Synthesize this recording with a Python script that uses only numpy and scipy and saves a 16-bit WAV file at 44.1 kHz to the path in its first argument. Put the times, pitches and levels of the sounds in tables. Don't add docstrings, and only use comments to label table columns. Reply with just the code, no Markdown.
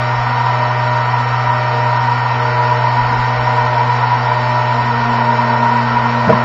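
import sys
import numpy as np
from scipy import signal
from scipy.fft import rfft, irfft
from scipy.io import wavfile
from scipy.ndimage import uniform_filter1d

SR = 44100
rng = np.random.default_rng(int(sys.argv[2]) if len(sys.argv) > 2 else 0)


def int16_out(signal):
    q = np.round(np.clip(np.atleast_2d(signal).T, -1, 1) * 32767)
    wavfile.write(sys.argv[1], SR, q.astype(np.int16))


def voltage_ratio(level):
    return 10 ** (np.asarray(level, float) / 20)


N = 284004
SHAFT_HZ = 122.14

# t/s, speed change/%
SPEED_DRIFT = [(0, 0), (1.6, 0), (2.1, .03), (3, .005), (4, 0), (5, 0), (6.44, -.012)]
# t/s, rolled level/0-1, pressed on the bench/0-1
POSE = [
    (0, 0.2, 0.15),
    (1.9, 0, 0),
    (2.25, 0.5, 0.1),
    (2.7, 0.95, 0.01),
    (4.5, 1, 0.2),
    (4.75, 0.97, .45),
    (4.98, 0.89, 0.9),
    (6.44, 0.9, 1),
]
SHAFT_ORDERS = [2, 5, 7, 16, 21, 22, 23, 24, 25, 26, 27, 28, 29, 30, 31, 36, 37, 38, 40, 43, 45, 47, 52, 55,
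                59, 60]
SHAFT_DB = [-39, -45, -37, -38, -51, -54, -56, -50, -46, -56, -61, -58, -59, -59, -57, -56, -57, -61, -61,
            -61, -58, -66, -70, -60, -66, -70]
MOTOR_HZ = [100.3, 240.9, 490.6, 862, 1597.5, 1845, 1928.6, 1962.8, 2249.5, 2331.2, 2336.8, 2458.8, 2575.9,
            2664.1, 2950.7, 3072.5, 4293.9, 4784.4, 5028.7, 5409.5, 5437.8]
MOTOR_DB = [-47, -44, -43, -39, -48, -30.5, -47, -43, -49, -42, -46, -52, -52, -51, -48, -52, -56, -59, -59,
            -56, -57]
BEAMED_HZ = [440.1, 582.7, 766.4, 880.2, 1018.1, 1181.7, 1206, 1319.8, 1646.6, 1760.3, 2062.3, 2087]
# tilted level/dB, change when level/dB, change when pressed/dB, creep/(Hz/s)
BEAMED = [(-43, -3, 8, 0), (-52, 2, 8, 0), (-30, 0, -7, .12), (-40, 14.5, -2, .06), (-42, 6, 2, 0),
          (-33, -6, -3, .2), (-30, -10, -3, .25), (-33, -5, -2, .2), (-54, 3, -2, .25), (-50, 1, 2, .1),
          (-45, 4, -4, .3), (-51, 3, 1, .3)]
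SING_HZ = [234.8, 470.2, 704.6, 939.6, 971.2]
SING_WANDER_HZ = [.4, 1, 1, 1.17, 1.995]
# tilted level/dB, change when level/dB, change when pressed/dB, dropout depth/dB, shake share/0-1
SING = [(-46.5, 6, 19, 0.6, 0), (-43.5, 3, -0.5, 4.5, 0.2), (-39.5, 3, 0.5, 2, .3),
        (-24, -0.5, 1.5, 3.5, 0.1), (-23, 1.5, -3.5, 3.5, .7)]
# middle t/s, length/s, rise/dB
SWELLS = [
    [(1.6, .15, 8), (2.0, 0.34, 5), (4.48, 0.17, 6)],
    [(1.76, 0.27, 15), (2.6, 1.1, 13), (3.6, 1.6, 10.5), (4.31, 0.17, 6), (4.93, .2, 10.5), (5.45, 0.34, 6)],
    [(.62, 0.33, 8), (1.8, 0.7, 5), (2.96, 0.22, 8.5), (3.72, 0.53, 6.5), (4.25, 0.31, 8), (4.7, 0.6, 9.5),
     (5.55, 0.48, 7.5)],
    [(.38, 0.47, 5), (1.0, .6, 3.5), (1.5, 0.17, 6), (2.05, 1, 6), (2.9, 0.74, 2.5), (3.55, 0.5, -9),
     (5.55, 1.0, 8), (6.03, 0.24, 3)],
    [(2.0, .5, 4.5), (2.6, 0.63, 4), (3.5, 0.56, 1), (4.12, 0.19, 4.5), (4.5, 0.37, 3), (4.9, .5, 2.5),
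     (5.7, .3, 2.5)],
]
# t/s, level/dB
SHAKE = [(0.0, -18.5), (0.03, -26), (0.31, -18.5), (0.84, -20), (0.87, -17.5), (1.46, -23), (1.53, -14.5),
         (1.6, -24), (1.92, -17), (2.14, -21), (3.9, -17), (4.15, -12.5), (4.17, -17.5), (4.92, -18),
         (5.75, -14.5), (5.8, -18.5), (6.26, -18), (6.4, -20)]
# middle t/s, length/s, rise/dB
JOLTS = [(.14, .06, 6.5), (.47, 0.073, 4.5), (.64, .06, 4.5), (1.13, .08, 3), (1.33, .08, 6.5),
         (1.52, 0.11, 3.5), (2.3, .1, 3), (2.47, 0.091, 3), (2.72, .08, 6), (2.87, .1, 6.5), (3.33, .06, 4),
         (3.42, .1, -7), (3.62, .1, 4), (3.79, .08, 6.5), (4.72, .08, 5), (5.1, .08, 3.5), (5.43, .08, 2),
         (5.97, .06, 2.5), (6.09, .08, 3), (6.19, .08, 3), (6.26, .05, 3), (6.33, 0.057, 6.5)]
# f/Hz, level/dB per Hz
HISS = [(200, -64.5), (330, -67), (520, -59), (800, -58), (1230, -56.5), (1600, -60.5), (2000, -59.5),
        (2600, -64), (3200, -70.5), (3650, -73.5), (4400, -74.5), (5100, -75), (5900, -89), (7200, -89)]
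# f/Hz, width/Hz, level/dB per Hz
CASING = [(480.4, 17, -53), (644, 80, -58), (717, 60, -51.5), (873, 13, -47), (887, 20, -51.5),
          (960, 52, -40.5), (983, 56, -43.5), (1073, 33, -51.5), (1153, 50, -54.5), (1330, 21, -47.5),
          (1406, 50, -48), (1470, 36, -49.5), (1532, 40, -53), (3942, 200, -68.5), (4425, 200, -73),
          (4630, 230, -74), (5368, 280, -70.5), (5820, 150, -81.5)]
# middle t/s, length/s, thump rise/dB, creak rise/dB
SHIFTS = [(.2, 0.18, 19, -4), (1.48, 0.14, 14, 10), (2.17, 0.2, 5, 10), (2.52, .1, 10, -7),
          (3.04, .2, 20, 6), (3.12, .16, 6, 16), (3.2, .2, 21, 8), (3.42, .25, 15, 12), (3.64, .1, 20, -2),
          (4.11, .1, -2, 6), (4.84, 0.25, 3, 12), (5.08, .14, 15, 6), (5.81, 0.09, 8, 5),
          (5.94, 0.11, 8, 4)]
# t/s, blow/dB, contact/ms, wood mids/dB, casing ring/dB
KNOCKS = [
    (6.2755, -.5, 1.5, -12, -5),
    (6.2868, -12, 0.58, -6, 4),
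    (6.2935, 0, 1.2, -2, -4),
    (6.3, -5, 1, 5.5, -5),
    (6.316, -13, 1.7, -4, -9),
    (6.324, -2, 1.2, -9, 0),
    (6.328, -5.5, 0.39, -8.5, 11),
]
# f/Hz, level/dB, decay by 60 dB/s
WOOD = [(135, -1, 0.15), (202, 2.5, 0.1), (380, -12, 0.042), (468, -1, 0.12), (488, -9.5, 0.061),
        (637, 10, 0.059), (910, -8.5, 0.044), (1040, -4.5, .07)]
# f/Hz, step/dB
ROUNDING_STEP = [(0, -46), (1500, -33), (2600, -23), (3300, -20), (4000, -18), (5400, -19.5), (5800, -27),
                 (6100, -30), (6600, -31), (7400, -30)]


def curves(table):
    s, *columns = np.transpose(table)
    return [np.interp(np.arange(N) / SR, s, c) for c in columns]


def swells(rows):
    s, length, *rises = np.transpose(rows)
    phase = (np.arange(N) / SR - s[:, None]) / length[:, None]
    shape = np.cos(np.pi * np.clip(phase, -.5, .5)) ** 2
    return [db @ shape for db in rises]


def walk(rate):
    hold = int(SR / rate)
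    steps = np.repeat(rng.standard_normal(N // hold + 1), hold)
    w = uniform_filter1d(uniform_filter1d(steps, hold), hold)[:N]
    return w / w.std()


def tone(cycles, db):
    return np.sqrt(2) * voltage_ratio(db) * np.sin(2 * np.pi * (cycles + rng.random()))


def shaped(x, gain):
    y = irfft(rfft(x) * gain, N)
    return y / y.std()


def peak(f, hz, width):
    return 1 / (1 + (2 * (f - hz) / width) ** 2)


def shake():
    db, = curves(SHAKE)
    return db - db.mean() + swells(JOLTS)[0]


def bench(f):
    thump_db, creak_db = swells(SHIFTS)
    rumble = shaped(rng.standard_normal(N), 1 / np.sqrt((1 + (f / 110) ** 6) * (1 + (15 / f) ** 4)))
    thump = shaped(rng.standard_normal(N), peak(f, 49, 70) ** 2)
    creak = shaped(rng.standard_normal(N), peak(f, 250, 330))
    out = rumble * voltage_ratio(-43.5 + 1.2 * walk(7.3))
    out += thump * voltage_ratio(-50.5 + thump_db)
    return out + creak * voltage_ratio(-49.5 + creak_db + 3.5 * walk(12))


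def hiss(f):
    level, pressed = curves(POSE)
    hiss_db = 0.6 * level - 0.24 * pressed
    ring_db = .9 * shake() + 0.7 * walk(6)
    hz, db = np.transpose(HISS)
    floor = voltage_ratio(np.interp(np.log(f), np.log(hz), db)) ** 2 / (1 + (150 / f) ** 4)
    floor *= 1 + (f > 5800) * .9 * np.cos(2 * np.pi * f / SHAFT_HZ)
    power = floor + sum(voltage_ratio(db) ** 2 * peak(f, hz, w) ** 1.42 for hz, w, db in CASING)
    air = np.sqrt(np.sum(power) * SR / N) * shaped(rng.standard_normal(N), np.sqrt(power))
    centre = irfft(rfft(air) * peak(f, 980, 280) ** 2, N)
    rest = air - centre
    low = irfft(rfft(rest) / (1 + (f / 1500) ** 6), N)
    lifted = rest + low * (voltage_ratio(3 * pressed ** 2) - 1)
    return lifted * voltage_ratio(hiss_db - hiss_db.mean()) + centre * voltage_ratio(ring_db - ring_db.mean())


def casing():
    level, pressed = curves(POSE)
    drive = shake()
    out = np.zeros(N)
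    for hz, wander, mode, rows in zip(SING_HZ, SING_WANDER_HZ, SING, SWELLS):
        db, level_db, pressed_db, flutter_db, share = mode
        db = db + level_db * level + pressed_db * pressed + share * drive + swells(rows)[0]
        cycles = np.cumsum(hz + wander * walk(9)) / SR
        out += tone(cycles, db - flutter_db * walk(22) ** 2)
    return out


def motor(clock):
    level, pressed = curves(POSE)
    out = sum(tone(hz * clock, db) for hz, db in zip(MOTOR_HZ, MOTOR_DB))
    for hz, (db, level_db, pressed_db, creep) in zip(BEAMED_HZ, BEAMED):
        cycles = hz * clock + creep * (clock - 3) ** 2 / 2
        out += tone(cycles, db + level_db * level + pressed_db * pressed + 1.9 * walk(3))
    beat_s, top_s = .93, .79
    pair = np.abs(1 + .95 * np.exp(2j * np.pi * (clock - top_s) / beat_s))
    out += pair ** .7 * tone(368.2 * clock, -44.5)
    return out + pair ** 1.23 * tone(613.9 * clock, -33 - 0.61 * pressed)


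def rotor(clock):
    level, pressed = curves(POSE)
    orders = sum(tone(k * SHAFT_HZ * clock, db) for k, db in zip(SHAFT_ORDERS, SHAFT_DB))
    hum_db = -19 + 0.5 * level - 2.5 * pressed + 0.43 * walk(10)
    return tone(SHAFT_HZ * clock, hum_db) + orders


def knocks():
    out, t = np.zeros(N + SR), np.arange(SR // 4) / SR
    band = signal.butter(3, [250, 1600], "bandpass", fs=SR, output="sos")
    for s, db, ms, wood_db, metal_db in KNOCKS:
        ring = np.zeros(len(t))
        for hz, mode_db, t60 in WOOD:
            gain = voltage_ratio(mode_db + (metal_db if hz > 800 else wood_db * (hz > 300)))
            ring += gain * np.exp(-np.log(1000) * t / t60) * np.sin(2 * np.pi * hz * t)
        push = np.hanning(int(ms * SR / 1000) + 3)
        blow = np.convolve(ring, push / push.sum())[:len(t)]
        rattle = signal.sosfilt(band, rng.standard_normal(len(t))) * np.exp(-t / 0.045)
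        start = int(s * SR)
        out[start:start + len(t)] -= voltage_ratio(db - 7.0) * (blow + voltage_ratio(-1.5) * rattle)
    return signal.sosfilt(signal.butter(4, 95, "highpass", fs=SR, output="sos"), out[:N])


def scene():
    f = np.arange(N // 2 + 1) * SR / N + .01
    clock = np.cumsum(1 + curves(SPEED_DRIFT)[0] / 100) / SR
    return (bench(f) + hiss(f) + casing() + motor(clock) + rotor(clock) + knocks())[None]


def bend(x, knee, top):
    over = np.clip((np.abs(x) - knee) / (2 * (top - knee)), 0, 1)
    return np.sign(x) * (np.minimum(np.abs(x), knee) + (top - knee) * over * (2 - over))


def coarse_rounding(x):
    frame, band, top_hz = 1152, 7, 7380
    bins = np.arange(int(top_hz / SR * 2 * frame)) + .5
    n = np.arange(2 * frame) + .5
    window = np.sin(np.pi * n / (2 * frame))
    basis = np.sqrt(2 / frame) * window * np.cos(np.pi / frame * np.outer(bins, n + frame / 2))
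    count = N // frame + 3
    blocks = np.pad(x, (frame, (count - 1) * frame - N), "reflect").reshape(count, frame)
    c = np.hstack([blocks[:-1], blocks[1:]]) @ basis.T
    scatter = rng.standard_normal((count - 1, len(bins) // band + 1))
    scatter = np.repeat(scatter, band, axis=1)[:, :len(bins)]
    step_db = np.interp(bins * SR / 2 / frame, *np.transpose(ROUNDING_STEP))
    step = voltage_ratio(step_db + 2.5 * scatter)
    rounded = np.sign(c) * step * np.floor(np.abs(c / step) ** .75 + .4054) ** (4 / 3)
    frames = rounded @ basis
    return (frames[1:, :frame] + frames[:-1, frame:]).ravel()[:N]


def low_pass(x):
    return signal.sosfilt(signal.butter(12, 16000, fs=SR, output="sos"), x)


def record(dry):
    preamp = bend(dry[0], .72, 1.0)
    mix = bend(coarse_rounding(preamp)[None], .9, .95)
    return low_pass(mix)


dry = scene()
out = record(dry)
int16_out(out)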